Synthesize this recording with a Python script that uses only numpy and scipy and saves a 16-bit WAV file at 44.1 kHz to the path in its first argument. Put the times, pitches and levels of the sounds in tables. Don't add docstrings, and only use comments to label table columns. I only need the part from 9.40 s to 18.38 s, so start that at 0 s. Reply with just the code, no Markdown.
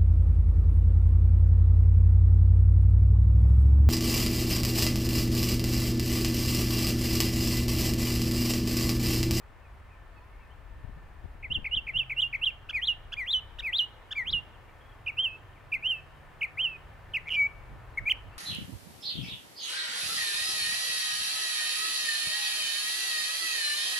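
import sys
import numpy as np
from scipy import signal
from scipy.fft import rfft, irfft
from scipy.io import wavfile
from scipy.ndimage import uniform_filter1d

SR = 44100
rng = np.random.default_rng(int(sys.argv[2]) if len(sys.argv) > 2 else 0)


def gain_from_db(level_db):
    decades = np.asarray(level_db, float) / 20
    return 10 ** decades


def transcribe(u):
    v = np.clip(np.atleast_2d(u).T, -1, 1)
    q = np.round(v * 32767).astype(np.int16)
    wavfile.write(sys.argv[1], SR, q)


N = 396018


def noise():
    return rng.standard_normal(N)


def level(x, db):
    return x * gain_from_db(db) / np.sqrt(np.mean(x ** 2))


def along(table, hz):
    at, value = np.transpose(table)
    return np.interp(np.log(hz + 1), np.log(at), value)


def walk(rate):
    hold = int(SR / rate)
    steps = np.repeat(rng.standard_normal(N // hold + 1), hold)
    return 1.195 * uniform_filter1d(uniform_filter1d(steps, hold), hold)[:N]


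def band(x, lo_hz, hi_hz, order=2):
    return signal.sosfilt(signal.butter(order, [lo_hz, hi_hz], "band", fs=SR, output="sos"), x)


def tracks(notes, slew_s=0.00034):
    t, size = np.arange(N) / SR, int(slew_s * SR)
    s, hz, _ = np.concatenate(notes).T
    order = np.argsort(s)
    pitch = np.interp(t, s[order], hz[order])
    loud = sum(np.interp(t, n[:, 0], gain_from_db(n[:, 2]), 0, 0) for n in map(np.array, notes))
    return uniform_filter1d(pitch, size), uniform_filter1d(loud, size)


def stack(hz, harmonics_db):
    phase = 2 * np.pi * np.cumsum(hz) / SR
    return sum(np.sqrt(2) * gain_from_db(db) * np.sin(k * phase) for k, db in enumerate(harmonics_db, 1))


def road_hiss():
    # pitch_hz, level_db [dB per Hz]
    spectrum = [(25, -6), (60, -9), (101, -6.5), (160, -21.5), (300, -22), (970, -19), (1700, -24),
                (2560, -29.5), (4000, -40.5), (6000, -47), (15500, -52)]
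    # pitch_hz, likeness [0..1]
    likeness = [(30, .75), (120, .4), (400, .66), (2000, .62), (6000, .35)]
    ripple_db, bounce_lag_s = 1.5, 0.00392
    hz, swell, out = np.fft.rfftfreq(N, 1 / SR), walk(0.73), 0
    like = np.clip(along(likeness, hz), 0, 1)
    mid = rfft(noise()) * np.sqrt(1 + like)
    side = rfft(noise()) * np.sqrt(1 - like)
    bounce = ripple_db * np.cos(2 * np.pi * hz * bounce_lag_s) * (abs(hz - 1650) < 450)
    both = gain_from_db(along(spectrum, hz) + bounce) * np.array([mid + side, mid - side])
    for centre in np.arange(4.5, 14.5, 0.5):
        share = np.clip(1 - 2 * abs(np.log2(hz + 1) - centre), 0, 1)
        unsteady = 1 + 4.0 / centre ** 3.74
        flicker_db = unsteady * (0.7 * swell + 0.28 * walk(1.7) + 0.13 * walk(8))
        out = out + irfft(both * share, N) * gain_from_db(flicker_db)
    return level(out, -52.5) * gain_from_db(np.array([[0.6], [-0.6]]))


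def tyre_whine():
    pitch_hz, width_hz = 1780, 90
    whine = band(noise(), pitch_hz - width_hz / 2, pitch_hz + width_hz / 2)
    return level(whine * gain_from_db(2.5 * walk(12) + np.linspace(-1, 3, N)), -69)


def lorry():
    # start_s, cycle_rate_hz, level_db
    revs = [(0, 18.3, -65), (2.6, 19.8, -59), (4.2, 17, -66), (4.6, 21.4, -95), (5.3, 17.2, -60),
            (5.6, 22.2, -55), (6.4, 22.1, -57.5), (6.7, 18, -86), (7.2, 18.7, -73.5), (7.6, 22.3, -54.5),
            (8.98, 26.2, -59)]
    harmonics = [-21.5, -4, -9, -2, -2.5]
    hz, loud = tracks([revs], 0.1)
    return loud * gain_from_db(2.5 * walk(5) - 2) * stack(hz * (1 + 0.025 * walk(8)), harmonics)


def wind():
    # [90 to 250 Hz layer, relative to level_db]
    gusts = [
        [(1.447, 0.014, -34, -24), (1.495, 0.04, -38, -10), (2.228, 0.017, -37, -23), (1.577, 0.021, -40, -18),
         (1.852, 0.018, -29, -14), (1.955, 0.018, -40.5, -32), (2.114, 0.029, -34, -28),
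         (2.181, 0.036, -32, -16), (2.37, 0.04, -36.5, -18), (2.573, 0.079, -42.5, -18),
         (4.942, 0.058, -37, -21)],
        [(1.385, 0.07, -47.5, -23), (1.55, 0.12, -52, -20), (2.14, 0.18, -52, -8), (4.929, 0.18, -41.5, -24),
         (8.333, 0.1, -44.5, -27.5), (8.631, 0.057, -41, -26), (8.874, 0.083, -44.5, -17)],
    ]
    # start_s, level_db
    breeze = [
        (0, -54),
        (1.1, -51),
        (2.3, -46),
        (3, -51),
        (3.9, -50.5),
        (4.4, -57),
        (5.3, -64),
        (7.0, -77.5),
        (8.3, -50.5),
        (8.98, -50),
    ]
    t, out, shared = np.arange(N) / SR, [], noise()
    breeze_db = np.interp(t, *np.transpose(breeze))
    for buffets, port_db in zip(gusts, (1.5, -1.5)):
        low = band(noise() + 0.7 * shared, 25, 130)
        edge = band(noise(), 90, 250) * gain_from_db(5.0 * walk(50))
        rumble = level(band(noise() + 3.8 * shared, 22.5, 63), port_db)
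        port = rumble * gain_from_db(breeze_db + 2.0 * walk(7.8))
        for s, length, db, edge_db in buffets:
            near = slice(int((s - 2 * length) * SR), int((s + 2 * length) * SR))
            puff = np.exp(-(2.12 * (t[near] - s) / length) ** 2)
            port[near] += level(low[near], db) * puff
            port[near] += level(edge[near], db + edge_db - 3.5) * puff
        out.append(port)
    return np.array(out)


def camera():
    whine_hz, start_s, every_s, whir_s = 15455, 0.37, 0.52, 0.04
    t = np.arange(N) / SR - start_s
    whir = np.exp(-((t - every_s * np.round(t / every_s)) / whir_s) ** 4)
    motor = band(noise(), 10800, 11300) + 0.6 * band(noise(), 12000, 12600)
    whine = level(band(noise(), whine_hz - 60, whine_hz + 60), -93)
    return whine + level(motor, -88) * whir


def far_birds():
    # start_s, length_s, start_hz, end_hz, level_db
    calls = [(0.225, 0.062, 2700, 2290, -67), (0.497, 0.075, 2660, 2210, -67),
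             (0.759, 0.044, 2660, 2450, -66), (0.702, 0.14, 4520, 4350, -84),
             (0.994, 0.075, 2780, 2430, -71), (0.758, 0.13, 912, 1072, -64),
             (0.923, 0.038, 2230, 2130, -65), (.995, 0.032, 2060, 2260, -67),
             (1.098, 0.036, 2870, 3240, -68.5), (5.131, 0.043, 3600, 2600, -70),
             (5.26, 0.046, 2900, 2770, -71.5), (5.275, 0.033, 2137, 2170, -65.5),
             (5.404, 0.032, 3010, 3110, -68), (5.449, 0.026, 3100, 3020, -71),
             (5.489, 0.02, 3090, 2830, -69.5), (5.517, 0.019, 3050, 2740, -65),
             (6.127, 0.015, 2504, 2820, -69), (6.153, 0.03, 2420, 1850, -65), (6.2, 0.022, 2070, 2150, -67),
             (6.997, 0.36, 1413, 1381, -70), (8.43, 0.036, 2520, 2830, -72), (8.487, .036, 4100, 4700, -79),
             (8.518, 0.042, 4600, 3797, -78), (8.886, .036, 4330, 4010, -82),
             (8.912, 0.055, 2580, 2900, -67), (8.928, 0.032, 4500, 4000, -78)]
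    out, sides = np.zeros((2, N)), rng.uniform(-1.55, 1, (len(calls), 1))
    for (s, length, a_hz, b_hz, db), (side,) in zip(calls, sides):
        u, i = np.linspace(0, 1, int(length * SR)), int(s * SR)
        arch = np.sin(np.pi * u)
        bend = (length < 0.035) * 0.0027 / length
        hz = (a_hz + (b_hz - a_hz) * u) * (1 + bend * arch)
        note = np.sqrt(arch) * np.sin(2 * np.pi * np.cumsum(hz) / SR)
        out[:, i:i + len(u)] += level(note, db) * gain_from_db(4 * side * np.array([[1], [-1]]))
    return out * gain_from_db(2.2 * walk(150))


def trees(x):
    # delay_s, width_s, level_db
    crowns = [
        (.052, 0.01, 5.5),
        (.11, 0.012, 4.5),
        (.2, .04, -3),
    ]
    rise_s, t60_s, top_hz = 0.0076, 0.78, 4400
    near_t60_s, near_db = 0.14, 10
    t = np.arange(SR) / SR
    shape = (1 - np.exp(-(t / rise_s) ** 2)) * gain_from_db(3.5 * walk(45)[:SR])
    shape *= gain_from_db(-60 * t / t60_s) + gain_from_db(near_db - 60 * t / near_t60_s)
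    shape *= gain_from_db(sum(db * np.exp(-((t - s) / width) ** 2) for s, width, db in crowns))
    common, *own = rng.standard_normal((3, SR))
    tails = np.array([band(shape * (0.1 * common + o), 330, top_hz) for o in own])
    tails *= gain_from_db(-16) / np.sqrt(np.sum(tails ** 2) / 2 / (2 * top_hz / SR))
    return signal.fftconvolve(x[None], tails, axes=1)[:, :N]


def overtones(hz, loud, first=2, count=6):
    # pitch_hz, level_db
    throat = [(3500, -74), (5200, -68.5), (6200, -71), (7500, -69.5), (9500, -67), (11000, -68),
              (13500, -65), (15000, -66.5)]
    # start_s, level_db, octave_extra_db
    beak = [(2, -7, 7), (3.1, 1.5, 0), (3.3, 0, 8.5), (4.299, 2.5, 11.5), (4.42, 3.5, 3), (4.7, 0.5, 15),
            (5, -2, 1), (5.6, -2.5, 3), (7.05, 1, 3), (7.3, -4, 1.5), (7.76, 0, 7), (7.93, 1, 4.5),
            (8, -7, 6.5), (8.6, -1, 4), (8.67, -4, -9), (8.7, 7.5, -1)]
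    s, open_db, octave_db = np.transpose(beak)
    t, lines = np.arange(N) / SR, 0
    push = abs(uniform_filter1d(loud, int(0.022 * SR)) / gain_from_db(-23))
    effort = push ** 0.64 * gain_from_db(np.interp(t, s, open_db))
    phase = 2 * np.pi * np.cumsum(hz * (1 + 0.004 * walk(340))) / SR
    rich_db = np.clip(16 * np.log2(2900 / hz), 0, 5)
    for k in range(first, first + count):
        line_db = along(throat, k * hz) + rich_db + 2.1 * (k == 3) - 0.96 * (k - first)
        line_db = line_db + (k == 2) * np.interp(t, s, octave_db)
        line_db = line_db + 3.6 * walk(45) + 2.6 * walk(220)
        harder = push ** (0.07 * (k - first))
        lines = lines + gain_from_db(line_db) * harder * np.sin(k * phase) * (k * hz < 0.4 * SR)
    colour = gain_from_db(along([(4800, -92.5)] + throat[2:], np.fft.rfftfreq(N, 1 / SR)) + 2.5)
    breath = irfft(rfft(noise()) * colour, N) * gain_from_db(2.5 * walk(90))
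    return effort * (gain_from_db(2.5) * push ** 0.3 * lines + breath)


def sing(shape, rows):
    s, hz, db = np.transpose(shape)
    far = abs(s / abs(s).max())
    return [np.c_[turn + s * stretch ** far, hz * pitch, db + row_db]
            for turn, stretch, pitch, row_db in rows]


def join(firsts, seconds):
    notes = [np.concatenate([a, b]) for a, b in zip(firsts, seconds)]
    return [note[np.argsort(note[:, 0])] for note in notes]


def song():
    # from_turn_s, pitch_hz, level_db
    hook = [
        (-.019, 2800, -64),
        (-.014, 2480, -33.5),
        (-.009, 2280, -33.5),
        (-.005, 2080, -31),
    ]
    slip = [
        (0, 2720, -36.5),
        (.004, 2420, -27.5),
        (.012, 2220, -27.5),
        (.022, 2050, -38),
        (.03, 1918, -61),
    ]
    # turn_s, far_end_stretch [ratio], pitch_factor [ratio], level_db
    hooks = [
        (2.039, 0.66, 0.99, -10.5),
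        (2.26, 0.91, 1, -0.5),
        (2.485, .95, 1, -3.5),
        (2.713, .95, 1.01, -0.5),
        (2.946, 1.04, 0.98, 1.5),
    ]
    slips = [
        (2.041, 1.12, 0.99, -8.5),
        (2.26, 0.84, 1.017, -2.5),
        (2.485, 1.08, 1, -4.5),
        (2.711, 1.1, 1.01, -2.5),
        (2.945, 0.72, 0.99, -0.5),
    ]
    # start_s, pitch_hz, level_db
    rises = [
        [(2.101, 2710, -55), (2.111, 2790, -34.5), (2.127, 3080, -26.5), (2.131, 3300, -48), (2.134, 3600, -50),
         (2.137, 3900, -49)],
        [(2.311, 2760, -56.5), (2.313, 2760, -41.5), (2.344, 3010, -25), (2.35, 3180, -27.0),
         (2.355, 3450, -49.5), (2.357, 3800, -46.5)],
        [(2.535, 2790, -54), (2.546, 2740, -37.5), (2.557, 2810, -30), (2.575, 3070, -23.5), (2.581, 3400, -38),
         (2.583, 3700, -44)],
        [(2.763, 2770, -54), (2.773, 2710, -34), (2.799, 2980, -23.5), (2.806, 3190, -25), (2.81, 3500, -39),
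         (2.813, 3950, -46)],
        [(3.013, 2530, -51), (3.033, 2810, -28.5), (3.042, 3080, -23.5), (3.046, 3230, -23.5),
         (3.051, 3490, -53), (3.053, 3930, -45)],
    ]
    falls = [
        [(2.139, 3860, -55.5), (2.142, 3640, -49.5), (2.15, 3275, -28.5), (2.156, 3110, -24.5),
         (2.166, 2804, -30), (2.179, 2742, -46), (2.181, 2730, -57)],
        [(2.359, 3900, -47), (2.36, 3730, -44.5), (2.369, 3240, -28.5), (2.373, 3140, -24.5),
         (2.383, 2800, -28.5), (2.401, 2710, -60.5)],
        [(2.585, 3720, -49), (2.589, 3290, -26), (2.6, 2940, -23.5), (2.61, 2684, -29.5), (2.628, 2670, -42.5),
         (2.636, 2380, -41.5), (2.637, 2410, -59)],
        [(2.815, 4000, -55), (2.817, 3720, -49.5), (2.822, 3310, -24.5), (2.833, 2890, -24), (2.843, 2775, -29),
         (2.88, 2840, -47), (2.881, 2820, -60)],
        [(3.055, 3910, -40), (3.06, 3344, -29.5), (3.07, 3120, -21), (3.077, 2833, -24.0), (3.1, 2686, -42.5),
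         (3.108, 2330, -43.5), (3.109, 2440, -58)],
    ]
    # start_s, pitch_hz, level_db
    droops = [
        [(3.329, 2131, -53), (3.333, 2273, -39), (3.34, 2527, -38.5), (3.355, 2484, -26), (3.388, 1980, -34),
         (3.401, 1873, -39.0), (3.41, 1981, -45)],
        [(3.764, 2025, -56), (3.777, 2422, -38.5), (3.788, 2430, -32), (3.817, 2064, -33.0),
         (3.843, 1877, -39.5), (3.858, 2034, -43.5)],
        [(4.223, 2192, -50), (4.241, 2656, -38.5), (4.261, 2480, -30.5), (4.278, 2174, -30.5),
         (4.3, 1959, -35.5), (4.312, 1890, -50.5), (4.317, 2068, -52)],
        [(4.751, 2110, -54), (4.762, 2405, -38.5), (4.779, 2327, -29.5), (4.785, 2215, -28.5),
         (4.83, 1870, -37.5), (4.843, 1966, -57)],
    ]
    climbs = [
        [(3.411, 2053, -49), (3.419, 2784, -40.5), (3.427, 3016, -31.5), (3.438, 3228, -27),
         (3.447, 3416, -31.5), (3.463, 4225, -40.5), (3.468, 4332, -62)],
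        [(3.86, 1991, -44.5), (3.872, 2752, -41), (3.884, 3220, -33.5), (3.904, 3570, -30),
         (3.914, 3840, -26.5), (3.921, 4052, -32.5), (3.924, 4353, -51.5)],
        [(4.321, 2169, -60), (4.326, 2320, -42), (4.336, 3090, -27.5), (4.373, 4080, -28), (4.376, 4385, -47),
         (4.38, 4797, -47)],
        [(4.848, 1972, -49.5), (4.867, 2734, -42.0), (4.88, 3156, -30.5), (4.896, 3430, -32),
         (4.904, 3850, -31.5), (4.909, 4112, -45.5), (4.917, 5340, -50.5)],
    ]
    drops = [
        [(3.47, 4187, -44), (3.475, 3724, -24.5), (3.477, 3500, -30.5), (3.485, 3150, -22), (3.493, 2890, -24),
         (3.526, 2790, -35), (3.53, 2665, -38.5), (3.539, 2700, -57)],
        [(3.926, 4304, -56.5), (3.927, 4093, -32.5), (3.931, 3696, -26.5), (3.941, 3240, -22),
         (3.951, 3003, -24.5), (3.99, 3010, -36), (3.996, 2838, -40.5), (4.002, 2800, -59)],
        [(4.382, 4715, -50), (4.383, 4434, -39.5), (4.384, 3952, -26.5), (4.387, 3864, -28.5),
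         (4.394, 3200, -21), (4.408, 2850, -26.5), (4.441, 2950, -34), (4.457, 2860, -63)],
        [(4.919, 5300, -49), (4.924, 4407, -50.5), (4.93, 3524, -27), (4.938, 3012, -24), (4.947, 2870, -27),
         (4.985, 2783, -32), (5.004, 2800, -67)],
    ]
    # start_s, pitch_hz, level_db
    scoops = [
        [(5.661, 2868, -53), (5.663, 3008, -42), (5.667, 2520, -36), (5.672, 2410, -30.5), (5.677, 2486, -26.5),
         (5.679, 2760, -35), (5.683, 2853, -31.5), (5.699, 2303, -32.5), (5.71, 2140, -54)],
        [(6.318, 2780, -50), (6.329, 2354, -26.5), (6.335, 2413, -25), (6.338, 2830, -43), (6.341, 2698, -27),
         (6.35, 2374, -27), (6.361, 2058, -37), (6.369, 2088, -36.5), (6.373, 2150, -67)],
        [(7.008, 3173, -60.5), (7.013, 2850, -37.5), (7.021, 2177, -27.5), (7.029, 2290, -27),
         (7.032, 2940, -30.5), (7.035, 2547, -28), (7.041, 2427, -26), (7.052, 2099, -35), (7.062, 2024, -60)],
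        [(7.735, 3060, -58.5), (7.74, 3096, -32.5), (7.745, 2644, -31.5), (7.75, 2517, -28), (7.757, 2895, -28),
         (7.76, 2726, -28.5), (7.77, 2270, -26), (7.777, 1993, -36), (7.79, 1982, -46)],
    ]
    swells = [
        [(5.768, 2430, -59), (5.779, 2635, -36), (5.793, 3002, -24.5), (5.802, 3107, -25), (5.823, 3192, -33.5),
         ],
        [(6.424, 2290, -53), (6.426, 2283, -43.5), (6.444, 2710, -35.5), (6.467, 2977, -23.5),
         (6.485, 3215, -34.5)],
        [(7.171, 2040, -61), (7.174, 2016, -42), (7.199, 2840, -27.5), (7.212, 3030, -27), (7.224, 3224, -30.5)],
    ]
    sags = [
        [(5.829, 3238, -32), (5.848, 3100, -25.0), (5.869, 2680, -30), (5.892, 2590, -44.5),
         (5.902, 2574, -43.5), (5.965, 2625, -47.5), (5.968, 2615, -59.5)],
        [(6.487, 3170, -30), (6.508, 3060, -26), (6.519, 2870, -27), (6.545, 2650, -36), (6.568, 2630, -43),
         (6.604, 2595, -52), (6.605, 2592, -55)],
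        [(7.226, 3219, -32.5), (7.251, 2980, -25), (7.27, 2700, -29.5), (7.282, 2680, -35), (7.298, 2680, -41),
         (7.367, 2470, -46), (7.368, 2460, -57.5)],
    ]
    # start_s, pitch_hz, level_db
    flat = [
        (7.93, 2330, -57),
        (7.955, 2430, -30),
        (7.973, 2313, -28),
        (7.99, 2303, -23.5),
        (8.014, 2258, -21.5),
        (8.05, 2248, -25.5),
        (8.067, 2274, -26),
        (8.074, 2407, -53),
    ]
    cap = [
        (8.573, 2063, -69.0),
        (8.577, 2187, -29),
        (8.586, 2194, -25.5),
        (8.592, 1925, -38.5),
        (8.597, 1730, -44.5),
    ]
    flourish = [
        (8.653, 2100, -67.0),
        (8.663, 2267, -33.5),
        (8.683, 2476, -23),
        (8.693, 2025, -34),
        (8.699, 2856, -24.5),
        (8.705, 3276, -31),
        (8.719, 2954, -18),
        (8.723, 2210, -33.5),
        (8.729, 1810, -58),
    ]
    hooks_and_peaks = join(sing(hook, hooks), sing(slip, slips)) + join(rises, falls)
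    droops_and_sweeps = droops + join(climbs, drops)
    scoops_and_arches = scoops + join(swells, sags)
    return hooks_and_peaks + droops_and_sweeps + scoops_and_arches + [flat, cap, flourish]


def whistles():
    hz, loud = tracks(song())
    tremor = gain_from_db(0.5 * walk(300) + 0.3 * walk(110))
    return loud * tremor * stack(hz * (1 + 0.004 * walk(300)), [0]) + overtones(hz, loud)


def chips():
    # start_s, second_harmonic_hz, level_db
    outlines = [
        [(3.288, 2400, -55), (3.294, 2775, -42), (3.298, 3180, -33), (3.302, 3480, -35), (3.308, 2910, -34.5),
         (3.316, 2306, -54)],
        [(3.72, 2455, -51), (3.728, 3090, -36), (3.734, 3496, -39.5), (3.739, 3170, -32), (3.743, 2600, -45),
         (3.748, 2334, -52)],
        [(4.184, 2536, -62), (4.189, 2960, -41), (4.194, 3740, -35.5), (4.199, 3840, -34), (4.207, 2930, -38),
         (4.212, 2500, -65)],
        [(4.706, 2790, -60), (4.71, 2960, -44.5), (4.716, 3355, -36), (4.724, 3680, -32.5),
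         (4.731, 2940, -34.5), (4.737, 2490, -59)],
    ]
    harmonics = [-11.5, 0, -23, -27]
    hz, loud = tracks(outlines, 0.0013)
    tone = loud * gain_from_db(1.7 * walk(500)) * stack(hz / 2, harmonics)
    return tone + gain_from_db(-0.5) * overtones(hz / 2, loud, first=5)


def syrinx_buzz():
    # start_s, pitch_hz, level_db
    outlines = [
        [(7.856, 2050, -51.5), (7.87, 2185, -47.5), (7.882, 2330, -38), (7.896, 2267, -38.5),
         (7.901, 2107, -50)],
        [(7.884, 3665, -65), (7.887, 3500, -56), (7.894, 3050, -43), (7.899, 2745, -55.5)],
        [(7.902, 2960, -49), (7.906, 2943, -32.5), (7.935, 2850, -31), (7.955, 2987, -31.5), (7.966, 2860, -67)],
    ]
    throb_hz, depth, bend = 168, 0.52, 0.05
    hurry = np.interp(np.arange(N) / SR, [7.935, 7.96], [0, 0.4])
    throb = 2 * np.pi * np.cumsum(throb_hz * (1 + 0.06 * walk(60) + hurry)) / SR
    spray = level(band(noise(), 3300, 6800), -33) * (1 + np.cos(throb))
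    buzz = 0
    for note in outlines:
        hz, loud = tracks([note], 0.0013)
        hz = hz * (1 + bend * np.cos(throb))
        loud = loud * (1 + depth * np.sin(throb)) * gain_from_db(2.0 * walk(300))
        buzz = buzz + loud * stack(hz, [0]) + overtones(hz, loud, first=3, count=2) + loud * spray
    return buzz


def mockingbird():
    whistle, buzz = whistles(), syrinx_buzz()
    sum_tone = gain_from_db(3) * band(whistle * buzz, 4900, 6000)
    return whistle + chips() + buzz + sum_tone


def ports(x):
    # pitch_hz, left_minus_right_db
    shading = [(1600, 2.5), (1950, 5), (2300, 1), (2900, -5.5), (3300, 1), (4000, -0.5), (5500, 0.5),
               (8000, -2)]
    left_lag_s, scatter_rad = 2.2e-5, 0.6
    hz = np.fft.rfftfreq(N, 1 / SR)
    half = gain_from_db(along(shading, hz) / 2) * np.exp(-1j * np.pi * np.minimum(hz, 8500) * left_lag_s)
    half *= np.exp(1j * scatter_rad * walk(25)[:len(hz)] * np.clip(hz / 1500 - 3, 0, 1))
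    return irfft(rfft(x) * np.array([half, 1 / half]), N)


def car():
    # start_s, firing_rate_hz, level_db
    gears = [
        [(2.5, 125.7, -51.5), (3.2, 134, -60), (4.3, 155.4, -67)],
        [(4.4, 112.8, -70.5), (6.0, 137.5, -59.5), (7.9, 159.3, -58), (8.2, 162.7, -59)],
    ]
    hz, loud = tracks(gears, 0.09)
    return loud * gain_from_db(1.8 * walk(6) - 4) * stack(hz * (1 + 0.008 * walk(8)), [0])


def scene():
    bird, far = mockingbird(), far_birds()
    echo = trees(bird + gain_from_db(7.5) * far[0])
    traffic = road_hiss() + tyre_whine() + lorry() + car()
    return ports(bird) + echo + gain_from_db(-0.5) * far + traffic + wind() + camera()


def masked(x):
    hz, _, z = signal.stft(x, SR, "cosine", 2048)
    hz = hz[:, None]
    power = (abs(z) ** 2).sum(axis=0)
    strong = power > gain_from_db(-36) * power.max(axis=0)
    octaves = np.log2((hz + 1) / ((strong * hz).max(axis=0) + 1))
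    limit = power.sum(axis=0) * gain_from_db(2 * (-46 - 43 * octaves))
    keep = (uniform_filter1d(power, size=12, axis=0) > limit) | (octaves < 0) | (hz < 2500)
    return signal.istft(z * keep, SR, "cosine", 2048)[1][:, :N]


def band_limit(x):
    return signal.sosfilt(signal.butter(12, 15780, fs=SR, output="sos"), x)


def record(dry):
    low_pass = signal.ellip(8, 0.2, 60, 15800, fs=SR, output="sos")
    mix = masked(signal.sosfilt(low_pass, dry))
    return band_limit(mix)


dry = scene()
out = record(dry)
transcribe(out)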